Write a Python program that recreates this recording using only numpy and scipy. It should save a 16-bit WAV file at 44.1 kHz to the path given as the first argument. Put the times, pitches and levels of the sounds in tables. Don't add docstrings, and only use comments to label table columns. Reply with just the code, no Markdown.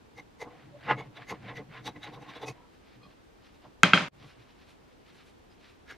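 import sys
import numpy as np
from scipy import signal
from scipy.fft import rfft, irfft
from scipy.io import wavfile

SR = 44100
rng = np.random.default_rng(int(sys.argv[2]) if len(sys.argv) > 2 else 0)


def generate_wav(sig):
    pcm = np.round(np.clip(np.atleast_2d(sig).T, -1, 1) * 32767).astype(np.int16)
    wavfile.write(sys.argv[1], SR, pcm)


N = 263256
ECHO_END_S = 4.0848


def from_db(db):
    return 10 ** (np.asarray(db) / 20)


def at_hz(points, hz):
    points_hz, values = np.transpose(points)
    return np.interp(np.log(hz + 1), np.log(points_hz), values)


def resonances(modes, favoured_hz, clear_db, focus_db, valley_db, tilt_db, line_hz, top_hz):
    mode_hz, width_hz, mode_db = np.transpose(modes)
    octaves_away = np.abs(np.log2(mode_hz / favoured_hz))
    mode_db = mode_db - focus_db * octaves_away + 2.0 * rng.standard_normal(len(mode_hz))
    strongest_db = mode_db.max()

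    def gain(f):
        peaks = from_db(2 * mode_db) / (1 + (2 * (f[:, None] - mode_hz) / width_hz) ** 2)
        line_shape = 1 / (1 + (2 * (f - favoured_hz) / line_hz) ** 2) ** 2
        line = from_db(2 * (strongest_db + clear_db)) * line_shape
        slope_db = tilt_db * np.log2((f + 1) / mode_hz[0])
        valley = from_db(2 * (strongest_db + valley_db - clear_db + slope_db))
        inside = 1 / (1 + (mode_hz[0] * .8 / (f + 1)) ** 12 + (f / top_hz) ** 8)
        return np.sqrt((peaks.sum(1) + line + valley) * inside)
    return gain


def stereo_noise(size, gain, likeness):
    f = np.arange(size // 2 + 1) * SR / size
    mid, side = rfft(rng.standard_normal((2, size))) * gain(f)
    alike = np.clip(at_hz(likeness, f), -.99, .99)
    shared = np.sqrt(1 + alike) * mid
    opposed = np.sqrt(1 - alike) * side * [[1], [-1]]
    return irfft(shared + opposed, size)


def add_swell(out, peak_s, rise_s, fall_s, level_db, gain):
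    # frequency_hz, likeness (-1 to 1)
    near_likeness = [(60, 1), (180, 1), (550, 0.97), (1650, 1), (4970, 0.97), (15000, 0.33)]
    grit_db, grain_s = 2, .004
    span = np.arange(-8192, 8192)
    t = span / SR
    u = t / np.where(t < 0, rise_s, fall_s)
    swell = from_db(-7.0 * ((u ** 2 + 0.097) ** 0.61 - 0.28 ** 0.76))
    grit = np.interp((t - t[0]) / grain_s, np.arange(400), rng.standard_normal(400))
    puff = swell * from_db(grit_db * grit) * stereo_noise(len(t), gain, near_likeness)
    puff *= from_db(level_db) * np.sqrt(np.sum(swell ** 2) / np.sum(puff.mean(0) ** 2))
    at = round(peak_s * SR) + span
    keep = (at >= 0) & (at < N)
    out[:, at[keep]] += puff[:, keep]


def metal_contacts(out):
    # peak_s, level_db, pitch_hz, clearness_db, tick_db (relative to the ring)
    contacts = [(0.188, -47.5, 2120, 11, -14.5), (0.419, -43.5, 2070, 7.5, -12),
                (0.995, -44, 2216, 10, -18), (1.172, -50, 3600, 1, -18), (1.304, -40.5, 2073, 2.5, -10),
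                (1.495, -45, 1940, -2.5, -32), (1.571, -43.5, 2040, 7, -15.5),
                (1.775, -48, 1640, -2.5, -27), (1.871, -40, 3755, 3, -8.5), (1.965, -52.5, 2004, 4, -23),
                (2.043, -43.5, 3770, 1.5, -16), (2.146, -54, 3720, 3.5, -10.5),
                (2.227, -57.5, 2590, 6, -10.5), (2.296, -53.5, 3700, 4.5, -11.5),
                (2.367, -49.5, 3430, 0.5, -15.5), (2.432, -46.5, 3520, 1.5, -13),
                (2.486, -43, 2534, 9, -5.5), (5.91, -46, 1640, -2, -14)]
    # frequency_hz, width_hz, level_db
    rim_modes = [(1686, 25, 3), (2010, 116, 1), (2164, 96, 1), (2535, 9.2, -6), (2820, 340, -9),
                 (3460, 52, 0), (3580, 97, -9.5), (3860, 120, 3)]
    # frequency_hz, width_hz, level_db
    tick_modes = [(4505, 160, 5.5), (5060, 600, -6.5), (5900, 410, -3), (6610, 130, -6), (8700, 130, -10),
                  (11240, 170, -6), (12300, 300, -13), (13900, 400, -20)]
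    slip_stretch_per_db = 0.1755
    for peak_s, level_db, pitch_hz, clear_db, tick_db in contacts:
        stretch = 1 + slip_stretch_per_db * max(-clear_db, 0)
        rim = resonances(rim_modes, pitch_hz, clear_db, focus_db=10.0, valley_db=-9.0, tilt_db=-8.5,
                         line_hz=60, top_hz=3800)
        tick_hz = rng.uniform(5390, 6610)
        tick = resonances(tick_modes, tick_hz, 0, focus_db=0.5, valley_db=-12, tilt_db=-9.5,
                          line_hz=250, top_hz=15000)
        add_swell(out, peak_s, stretch * .011, stretch * 0.014, level_db, rim)
        add_swell(out, peak_s, stretch * .013, stretch * .013, level_db + tick_db, tick)


def board_resonance(pitch_hz):
    # frequency_hz, width_hz, level_db
    board_modes = [(128.5, 26, -0.5), (195, 34, -9.5), (298.8, 9.3, -4), (309.6, 20, -11.5)]
    return resonances(board_modes, pitch_hz, 6.3, focus_db=-2.0, valley_db=-25, tilt_db=13,
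                      line_hz=26.74, top_hz=306)


def shove_board(out, peak_s, level_db):
    add_swell(out, peak_s, 0.015, 0.0196, level_db, board_resonance(299.2))


def tin_knocks(out):
    # peak_s, half_length_s, level_db, pitch_hz, clearness_db, board_db (relative to the tin)
    knocks = [(0.19, .016, -50.5, 783, 4.5, -6.5), (0.421, .009, -39, 847, 4, -15),
              (0.465, 0.022, -48.5, 467, -9, -1.5), (0.53, 0.025, -55, 480, 1, -4),
              (0.576, 0.013, -63, 460, -1, 5), (0.757, .011, -47.5, 571, 22.5, -10.5),
              (1.001, 0.027, -43.5, 866, -1, -11), (1.186, 0.023, -53.5, 1030, -1, -8),
              (1.321, .016, -38, 1014, -7, -5.5), (1.495, 0.031, -47, 755, -4, -2.5),
              (1.597, 0.021, -45, 447, 1, -2), (1.775, 0.024, -53, 1045, 8, -12),
              (1.881, 0.014, -39.5, 856, 0, -4.5), (1.964, .01, -53, 1010, 4, 6),
              (2.053, 0.022, -50, 836, 14, -9), (2.087, .01, -48.5, 1070, 3, -0.5),
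              (2.139, 0.011, -48.5, 763, 6, -10), (2.177, 0.013, -48.5, 500, -14, -6),
              (2.225, 0.011, -50, 810, 9, -2), (2.285, 0.024, -51.5, 1083, 12, 0),
              (2.372, 0.018, -48.5, 740, -5, -6), (2.435, 0.011, -38, 887, 7.5, -10),
              (2.487, .013, -40.5, 760, -2, -5.5), (2.594, 0.034, -61, 972, 15, -3),
              (2.649, .025, -66, 1330, 14, -10), (3.04, 0.016, -64, 1183, 25, -8),
              (3.066, 0.024, -63, 1124, 13, 4), (3.658, 0.015, -53.5, 530, -20, -3),
              (4.246, 0.014, -59.5, 1145, 9, 1), (5.912, 0.016, -53.5, 1420, 10, -10)]
    # frequency_hz, width_hz, level_db
    body_modes = [(460, 54, 2.5), (487, 18, 2), (636, 120, -11), (742, 40, 3.5), (871, 11, 3),
                  (1066, 74, 0.5), (1176, 16, -17), (1293, 13, -4.5), (1306, 76, -47)]
    board_lag_s = .006
    for peak_s, half_s, level_db, pitch_hz, clear_db, board_db in knocks:
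        body = resonances(body_modes, pitch_hz, clear_db, focus_db=1.5, valley_db=-20.0, tilt_db=-3.0,
                          line_hz=40, top_hz=1220)
        add_swell(out, peak_s, half_s, half_s, level_db, body)
        shove_board(out, peak_s + board_lag_s, level_db + board_db)


def board_thumps(out):
    # peak_s, level_db
    thumps = [(0.155, -60), (0.683, -52.5), (0.895, -41.5), (0.975, -41), (1.085, -49.5), (1.226, -53.5),
              (1.437, -47), (1.52, -52), (1.58, -49.5), (1.703, -51), (1.819, -51), (2.06, -60),
              (2.16, -52.5), (2.49, -47.5), (2.981, -58.5), (3.06, -62), (4.14, -57.5), (4.24, -53),
              (4.408, -59.5)]
    for peak_s, level_db in thumps:
        add_swell(out, peak_s, 0.027, 0.033, level_db, board_resonance(126.7))


def blade_scrapes(out):
    # peak_s, half_length_s, level_db
    scrapes = [(0.522, 0.022, -63.5), (0.601, 0.063, -61), (0.859, 0.036, -49.5), (1.029, .033, -60),
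               (1.175, 0.015, -53), (1.217, 0.021, -50), (1.355, 0.017, -57), (1.454, 0.028, -53),
               (1.594, 0.017, -56.5), (1.741, 0.021, -50.5), (1.896, 0.016, -58), (2.076, 0.028, -50),
               (2.327, 0.062, -51.5), (2.538, 0.05, -65)]
    # frequency_hz, density_db (per Hz)
    drag = [(350, -26), (600, -2), (760, -3), (1010, -8.5), (2020, -6), (4600, -25), (6500, -43),
            (12000, -57)]
    bright_db = 2.5

    def drag_gain(f):
        return from_db(at_hz(drag, f) + bright_db * np.log2(f / 2000 + .01))
    for peak_s, half_s, level_db in scrapes:
        add_swell(out, peak_s, half_s, half_s, level_db, drag_gain)


def seal_pop(out):
    # peak_s, rise_s, fall_s, level_db
    pop = [(.909, 0.013, 0.014, -21.5)]
    # frequency_hz, width_hz, level_db
    seal_modes = [(498, 30, 5), (830, 43, -1.5), (1064, 56, -1), (1250, 44, 2.5), (1440, 23, -0.5),
                  (1670, 24, -2), (2050, 110, -2.5), (2480, 27, -30), (2740, 40, -9), (2880, 42, -12),
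                  (3700, 29, -30), (4100, 40, -37)]
    peak_s, rise_s, fall_s, level_db = pop[0]
    seal = resonances(seal_modes, 866, -2.5, focus_db=-0.7, valley_db=-14.5, tilt_db=-6.5,
                      line_hz=40, top_hz=4000)
    add_swell(out, peak_s, rise_s, fall_s, level_db, seal)
    shove_board(out, peak_s, level_db - 19.5)


def loose_lid_ting(out):
    # peak_s, rise_s, fall_s, level_db
    ting = [(3.043, .01, .014, -59.5)]
    # frequency_hz, width_hz, level_db
    loose_lid_modes = [(2490, 40, -1), (3280, 40, -1), (4170, 45, 3), (4950, 60, -4)]
    lid = resonances(loose_lid_modes, 2480, 0, focus_db=.1, valley_db=-33, tilt_db=-1,
                     line_hz=30, top_hz=6000)
    add_swell(out, *ting[0], lid)


def handling():
    out = np.zeros((2, N))
    metal_contacts(out)
    tin_knocks(out)
    board_thumps(out)
    blade_scrapes(out)
    seal_pop(out)
    loose_lid_ting(out)
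    return out


def ring(clicks, modes):
    out = 0
    for k, (hz, level_db, t60_s) in enumerate(modes):
        decay = from_db(-60 / (t60_s * SR))
        w = 2 * np.pi * hz / SR
        numerator = [0, from_db(level_db) * np.sin(w)]
        denominator = [1, -2 * decay * np.cos(w), decay * decay]
        out = out + (-1) ** k * signal.lfilter(numerator, denominator, clicks + 1e-18)
    return out


def workshop(clicks):
    # frequency_hz, density_db (per Hz)
    echo_colour = [(70, -31.5), (110, -14), (170, 1), (270, -2.5), (480, -11), (590, -6.5), (660, -8),
                   (1270, -10), (2520, -13), (3800, -16.5), (6700, -27), (10000, -40), (13000, -51.5),
                   (16000, -79.5)]
    # frequency_hz, likeness (-1 to 1)
    echo_likeness = [(60, 0.98), (180, 1), (550, 0.61), (1650, 0.72), (4970, 0.29), (15000, 0.2)]
    # frequency_hz, t60_s
    echo_t60 = [(100, 0.55), (300, 0.2), (1800, .4), (5000, .3), (12800, .2)]
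    t = np.arange(SR // 2) / SR
    response = 0
    for hz in 100 * 2 ** np.arange(0, 7.5, .5):
        def band(f):
            return from_db(at_hz(echo_colour, f)) * np.exp(-(np.log2((f + 1) / hz) * 3) ** 2)
        decay = from_db(-60 * t / at_hz(echo_t60, hz))
        response = response + decay * stereo_noise(len(t), band, echo_likeness)
    response = response * np.clip(t / 0.012, 0, 1)
    response = from_db(7.5) * response / np.sqrt(np.sum(response ** 2) / 2)
    return signal.fftconvolve(clicks[None], response, axes=1)[:, :len(clicks)]


def lid_drop():
    # thud_db, ring_db, crack_db, echo_db, rattle_db
    landings = [(3.833, 1, -3.5, 0, 2.5, -0.5, -22), (3.9341, -0.5, -3.5, 2.5, -18.5, 1, -14.5),
                (3.975, -11.5, -7.5, 2, -19, 3.5, -22), (3.987, -28.5, -15, 9, -39, 7, -10),
                (4.007, -22.5, 5.5, -11, -25, 10, -18)]
    # frequency_hz, level_db, t60_s
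    case_modes = [(177.7, -13, 0.16), (246.2, -18.5, 0.063), (435, -22, 0.053), (633, -22.5, 0.062),
                  (926, -22.5, 0.044)]
    # frequency_hz, level_db, t60_s
    slap_modes = [(1337, -4, 0.024), (1570, -7.5, 0.034), (2130, -8.5, 0.018), (2690, -6.5, 0.015),
                  (3700, -25, 0.039), (4400, -24, 0.017)]
    # frequency_hz, level_db, t60_s
    lid_modes = [(1206, -32, 0.2), (1547, -32.5, 0.15), (2051, -33.5, 0.25), (2272, -28.5, .12),
                 (2486, -27, 0.25), (2830, -33, 0.12), (3094, -29, 0.2), (3220, -16, 0.097),
                 (3620, -38, .1), (4050, -33.5, 0.23), (4540, -37, 0.09), (4910, -41, 0.15),
                 (5160, -40.5, 0.1), (5830, -44, 0.13), (6820, -44, .2), (7150, -46, .08)]
    # frequency_hz, level_db, t60_s
    crack_modes = [(2330, -4.5, .005), (6748, -9.5, 0.0029), (11050, -24.5, .003)]
    rattle_per_s, rattle_t60_s, contact_hz = 330, 0.15, 6100
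    start, end = round(3.8 * SR), round(ECHO_END_S * SR)
    start_s, level_db, thud_db, ring_db, crack_db, echo_db, rattle_db = np.transpose(landings)

    def blows(extra_db):
        clicks = np.zeros(end - start)
        clicks[np.round(start_s * SR).astype(int) - start] = from_db(level_db + extra_db)
        return clicks
    shaking = signal.lfilter([1], [1, -from_db(-60 / (rattle_t60_s * SR))], blows(rattle_db))
    strength = rng.standard_normal(end - start)
    touching = rng.random(end - start) < rattle_per_s / SR
    chatter = shaking * strength * touching
    slap = ring(blows(0), slap_modes)
    thud = ring(blows(thud_db), case_modes)
    lid_ring = ring(blows(ring_db) + chatter, lid_modes)
    finite_contact = signal.butter(2, contact_hz, fs=SR, output="sos")
    direct = signal.sosfilt(finite_contact, slap + thud + lid_ring) + ring(blows(crack_db), crack_modes)
    no_deep_bass = signal.butter(4, 125, "high", fs=SR, output="sos")
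    direct = signal.sosfilt(no_deep_bass, direct)
    out = np.zeros((2, N))
    out[:, start:end] = direct * from_db([[.2], [-.2]]) + workshop(blows(echo_db))
    return out


def brushing():
    # peak_s, level_db, bristle_db (relative to the sweep)
    strokes = [(2.75, -71, -15), (2.875, -65.5, -27), (2.934, -64, -27), (3.112, -66.5, -23),
               (3.463, -62, -21), (3.559, -69, -14), (3.649, -66, -26.5), (4.229, -58.5, -24),
               (4.274, -70.5, -5.5), (4.306, -59, -23), (4.417, -63, -21), (4.5, -66, -25),
               (4.616, -63, -24), (4.701, -62, -13), (4.912, -70.5, -22), (5.093, -62, -20),
               (5.158, -66.5, -11), (5.197, -60.5, -22), (5.282, -65, -10.5), (5.531, -70.5, -16),
               (5.646, -60, -23), (5.7, -62.5, -17)]
    # frequency_hz, density_db (per Hz)
    brush = [(530, -35.5), (900, 0.5), (1750, 4.5), (2330, 4.5), (4030, 1), (6000, -8.5), (7800, -47),
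             (13200, -120)]
    # frequency_hz, density_db (per Hz)
    bristle = [(4000, -22), (6000, -0.5), (12000, -5), (12800, -28)]
    # peak_s, rise_s, fall_s, level_db, pitch_hz
    taps = [(4.505, .015, 0.02, -73.5, 3020), (5.522, .012, 0.011, -71, 4990)]
    half_s = 0.027
    out = np.zeros((2, N))
    for peak_s, level_db, bristle_db in strokes:
        add_swell(out, peak_s, half_s, half_s, level_db, lambda f: from_db(at_hz(brush, f)))
        add_swell(out, peak_s, half_s, half_s, level_db + bristle_db, lambda f: from_db(at_hz(bristle, f)))
    for peak_s, rise_s, fall_s, level_db, pitch_hz in taps:
        add_swell(out, peak_s, rise_s, fall_s, level_db, lambda f: 1 / (1 + ((f - pitch_hz) / 150) ** 2))
    return out


def room_hiss():
    # frequency_hz, density_db (per Hz)
    hiss = [(15, -30), (25, -3), (80, 0), (154, -3), (266, 1), (483, -3), (626, -8), (751, -7), (1440, -13),
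            (2120, -16.5), (3760, -21), (10300, -34), (12400, -39), (16100, -69.5), (22000, -120)]
    # frequency_hz, likeness (-1 to 1)
    far_likeness = [(25, 1), (60, 0.91), (130, 0.16), (290, -0.41), (640, -0.056), (1410, -0.26),
                    (3100, 0.43), (6820, 0.011), (15000, -0.33)]
    hiss_db, thin_db, thin_hz, thin_width_hz = -60.5, -90, 13500, 420
    broad = stereo_noise(N, lambda f: from_db(at_hz(hiss, f)), far_likeness)
    thin = stereo_noise(N, lambda f: 1 / (1 + (2 * (f - thin_hz) / thin_width_hz) ** 6), far_likeness)
    broad = from_db(hiss_db) * broad / np.std(broad.mean(0))
    thin = from_db(thin_db) * thin / np.std(thin.mean(0))
    return broad + thin


def scene():
    # time_s, level_db
    dip = [(4.083, 0), (4.095, -9), (4.106, -24), (4.125, -9), (4.142, 0)]
    dip_gain = from_db(np.interp(np.arange(N) / SR, *np.transpose(dip)))
    touches = from_db([[-0.05], [0.05]]) * (handling() + brushing())
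    return dip_gain * (touches + room_hiss()) + lid_drop()


def record(dry):
    clipped = np.clip(dry, -.95, .95)
    return signal.sosfilt(signal.cheby2(12, 60, 16400, fs=SR, output="sos"), clipped)


dry = scene()
out = record(dry)
generate_wav(out)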